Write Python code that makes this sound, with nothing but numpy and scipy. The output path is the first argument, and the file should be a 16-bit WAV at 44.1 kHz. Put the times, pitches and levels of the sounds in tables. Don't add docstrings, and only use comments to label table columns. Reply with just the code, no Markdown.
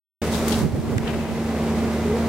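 import sys
import numpy as np
from scipy.fft import rfft, irfft, next_fast_len
from scipy.io import wavfile
from scipy.ndimage import map_coordinates

SR = 44100
rng = np.random.default_rng(int(sys.argv[2]) if len(sys.argv) > 2 else 0)


def digitize_waveform(pressure):
    field = np.atleast_2d(pressure).T
    bounded = np.clip(field, -1, 1)
    quanta = np.round(bounded * 32767).astype(np.int16)
    wavfile.write(sys.argv[1], SR, quanta)


N = 100592

FIRING_HZ = 77.6


def amp(db):
    return 10 ** (np.asarray(db) / 20)


def unit(x):
    return x / np.sqrt(np.mean(x ** 2) + 1e-20)


def pan(db):
    return amp(np.array([[db], [-db]]) / 2)


def along(points, hz):
    point_hz, values = np.transpose(points)
    return np.interp(np.log(hz + 1), np.log(point_hz + 1), values)


def clock():
    return np.arange(N) / SR


def curves(rows):
    times, *columns = np.transpose(rows)
    return [np.interp(clock(), times, column) for column in columns]


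def wobble(rate):
    return map_coordinates(rng.standard_normal(512), [clock() * rate], mode="wrap")


def filtered(x, response):
    padded = next_fast_len(N + SR // 2)
    hz = np.fft.rfftfreq(padded, 1 / SR)
    return irfft(rfft(x, padded) * response(hz), padded)[..., :N]


def spread(pair, gain):
    # pitch_hz, likeness [0 to 1]
    likeness = [(30, 0.5), (60, 0.43), (130, 1), (290, 1), (640, 1), (1410, .8), (3100, 0.42), (6820, 0.13),
                (15000, 0.08)]

    def angle(hz):
        return np.arccos(np.clip(along(likeness, hz), -.99, .99)) / 2

    mid, side = filtered(pair, lambda hz: gain(hz) * [np.cos(angle(hz)), np.sin(angle(hz))])
    return unit(np.array([mid + side, mid - side]))


def rush(spectrum):
    return spread(rng.standard_normal((2, N)), lambda hz: amp(along(spectrum, hz)))


def strike(start, attack, t60):
    t = np.maximum(clock() - start, 0)
    return (1 - np.exp(-t / attack)) * np.exp(-np.log(1000) * t / t60)


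def engine():
    # pitch_hz, level_db [before the pan and the boat's dips]
    tones = [(77.7, -33), (155.3, -37.5), (226.4, -26), (354, -44.5), (399, -46), (436, -42), (600, -44.5),
             (690, -62), (798, -51), (944.6, -53.5), (2018, -55)]
    waver_db, waver_rad = 1.5, 0.056
    hum = np.zeros(N)
    for hz, db in tones:
        level = amp(db + waver_db * wobble(8.79))
        phase_waver = waver_rad * np.sqrt(hz / FIRING_HZ) * wobble(6.06)
        phase = 2 * np.pi * (hz * clock() + rng.random()) + phase_waver
        hum += level * np.sin(phase)
    return np.sqrt(2) * hum * pan(-1.8)


def sliding(strength, spectrum, side_db):
    grit_per_s, grit_share = 500, 0.32
    strength_db, = curves(strength)
    catches = rng.random(N) < grit_per_s / SR
    grit = unit(rng.standard_normal((2, N)) * catches)
    hiss = rng.standard_normal((2, N))
    friction = np.sqrt(grit_share) * grit + np.sqrt(1 - grit_share) * hiss
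    coloured = spread(friction, lambda hz: amp(along(spectrum, hz)))
    return amp(strength_db + 0.88 * wobble(62.1)) * coloured * pan(side_db)


def table_scrape():
    # time_s, level_db [before flutter and pan]
    scrape_level = [(.22, -39), (.29, -40.5), (.35, -32.5), (.45, -38.5), (.5, -30.5), (.55, -33.5),
                    (.61, -36), (.66, -46), (.72, -50)]
    # [per Hz, relative]
    scrape_colour = [(150, -14), (500, -1), (1200, 2.5), (2200, -8.5), (3700, -0.5), (5500, -2.5),
                     (9000, -4.5), (16000, -13)]
    return sliding(scrape_level, scrape_colour, 2)


def ticks():
    # start_s, level_db [before envelope and pan], centre_hz,
    # width_octaves [from centre to half gain], t60_s [time to fall 60 dB], left_over_right_db
    catches = [(.336, -32, 3500, 0.28, 0.13, 7), (0.375, -36, 3500, 1, 0.027, 3),
               (0.4801, -24.5, 1700, 0.76, 0.034, 8), (.4806, -23, 7560, 0.71, 0.038, 9),
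               (.520, -25, 3500, 0.44, 0.071, 12), (0.542, -24, 3300, 0.38, 0.022, 10),
               (.611, -38, 4000, 0.96, 0.034, 4), (.9800, -23.5, 7160, 0.31, 0.013, -2.5),
               (0.981, -20.5, 1980, 0.49, 0.019, 0), (1.076, -28.5, 3140, 0.33, 0.045, -4),
               (1.191, -45, 2550, 0.069, 0.53, 9)]
    attack_s = 0.00068
    out = np.zeros((2, N))
    for start, db, centre, width, t60, side_db in catches:
        noise = rng.standard_normal((2, N))
        burst = unit(filtered(noise, lambda hz: 1 / (1 + (np.log2((hz + 1) / centre) / width) ** 2)))
        out += amp(db) * strike(start, attack_s, t60) * burst * pan(side_db)
    return out


def buffets():
    # peak_s, level_db [tone amplitude before the pan], pitch_hz [at the peak],
    # half_length_s [from the peak to 1/e]
    puffs = [(0.631, -26.5, 135, 0.015), (0.653, -20.5, 178.7, .018), (0.743, -20, 100, .011),
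             (0.748, -22.5, 240, 0.0066), (0.791, -22.5, 148, 0.02), (0.935, -21.5, 205, .009),
             (0.968, -17.5, 112, .01), (1.006, -24, 150, 0.0066)]
    sag_oct_per_s = 4
    overtone, overtone_db = 2.2, -8.5
    out = np.zeros(N)
    for peak, db, hz, length in puffs:
        t = clock() - peak
        pitch = hz * 2 ** (-sag_oct_per_s * np.clip(t, -2 * length, 2 * length))
        phase = 2 * np.pi * (np.cumsum(pitch) / SR + rng.random())
        thump = np.sin(phase) + amp(overtone_db) * np.sin(overtone * phase)
        out += amp(db) * np.exp(-(t / length) ** 2) * thump
    return out * pan(-7.5)


def wind():
    # time_s, level_db [before the pan]
    wind_level = [(.22, -41), (.45, -45), (.55, -37), (.61, -28), (.65, -20.5), (.7, -31.5), (.76, -26),
                  (.85, -28.5), (.91, -29.5), (.955, -24.5), (1.03, -34), (1.1, -38), (1.17, -33),
                  (1.24, -41), (1.32, -32), (1.42, -51), (1.65, -56), (1.85, -36), (2.05, -52), (2.28, -38)]
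    # [per Hz, relative]
    turbulence = [(20, -12), (45, -7), (90, 3.5), (160, 2), (250, 0.5), (380, -6), (600, -15.5),
                  (1000, -31), (2500, -47.5)]
    wind_db, = curves(wind_level)
    eddies = unit(filtered(rng.standard_normal((2, N)), lambda hz: amp(along(turbulence, hz))))
    return amp(wind_db) * eddies * pan(-5.5)


def dull_rub():
    # time_s, level_db [before flutter and pan]
    rub_level = [(.99, -78), (1.02, -48), (1.06, -40), (1.08, -33.5), (1.105, -33.5), (1.125, -44),
                 (1.14, -35), (1.18, -52), (1.3, -41), (1.36, -75)]
    # [per Hz, relative]
    rub_colour = [(200, -17), (650, 10), (1100, -0.5), (1800, 0), (2900, 2), (4200, -14), (6000, -19),
                  (14000, -36)]
    return sliding(rub_level, rub_colour, 8)


def hoot():
    # time_s, pitch_hz, level_db [rms of the main tone]
    hoot_path = [(2.03, 405, -57), (2.055, 409.4, -28), (2.087, 410, -30), (2.099, 414.5, -23),
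                 (2.128, 421, -23.5), (2.147, 474, -25), (2.165, 488, -25), (2.21, 490, -54)]
    hz, db = curves(hoot_path)
    phase = 2 * np.pi * np.cumsum(hz) / SR
    sounding = (clock() > hoot_path[0][0]) & (clock() < hoot_path[-1][0])
    octave = amp(-22) * np.sin(2 * phase)
    return np.sqrt(2) * sounding * amp(db) * (np.sin(phase) + octave)


def rumble():
    # [per Hz, relative]
    rumble_colour = [(20, -25), (40, -7.5), (60, -4), (85, -4), (120, -4), (190, 1), (290, -2), (430, -1.5),
                     (560, -6.5), (800, -11), (1300, -19), (3000, -46)]
    base_db, throb_depth = -26, 0.079
    throb = 1 + throb_depth * np.sin(2 * np.pi * FIRING_HZ * clock())
    return amp(base_db) * throb * rush(rumble_colour) * pan(-0.1)


def wash():
    # [per Hz, relative]
    wash_colour = [(200, -4.5), (700, 0), (1400, -0.5), (2100, 0), (3000, -6), (5000, -10), (8500, -14.5),
                   (12000, -21), (16000, -23)]
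    base_db, flutter_db = -36.5, 0.89
    return amp(base_db + flutter_db * wobble(24.7)) * rush(wash_colour) * pan(0.1)


def scene():
    # time_s, change_db
    hum_level = [(.22, -0.5), (.58, -1.5), (.68, -6), (.82, -11.5), (.9, -1), (.97, -6), (1.13, -1.5),
                 (1.3, -6), (1.45, -1.5), (1.68, 0.5), (1.85, 1.5), (2.0, 0), (2.28, 1.5)]
    # time_s, change_db
    boat_level = [(.22, 1), (.6, 1), (.69, -9), (.83, -8), (.92, -2), (.98, -7.5), (1.08, -1.5), (1.3, -4),
                  (1.44, -2), (1.66, 0), (2.0, -0.5), (2.28, 0)]
    left_lag_s = .00003
    hum_db, = curves(hum_level)
    boat_db, = curves(boat_level)
    boat = amp(hum_db) * engine() + amp(boat_db) * (rumble() + wash()) + hoot()
    boat = filtered(boat, lambda hz: np.exp(np.array([[-1j], [1j]]) * np.pi * hz * left_lag_s))
    handling = table_scrape() + dull_rub() + ticks()
    return boat + handling + wind() + buffets()


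def record(dry):
    start_s, rise_s, top_hz = .2165, 0.0021, 15800
    opening = np.clip((clock() - start_s) / rise_s, 0, 1)
    return filtered(dry * opening, lambda hz: hz < top_hz)


dry = scene()
out = record(dry)
digitize_waveform(out)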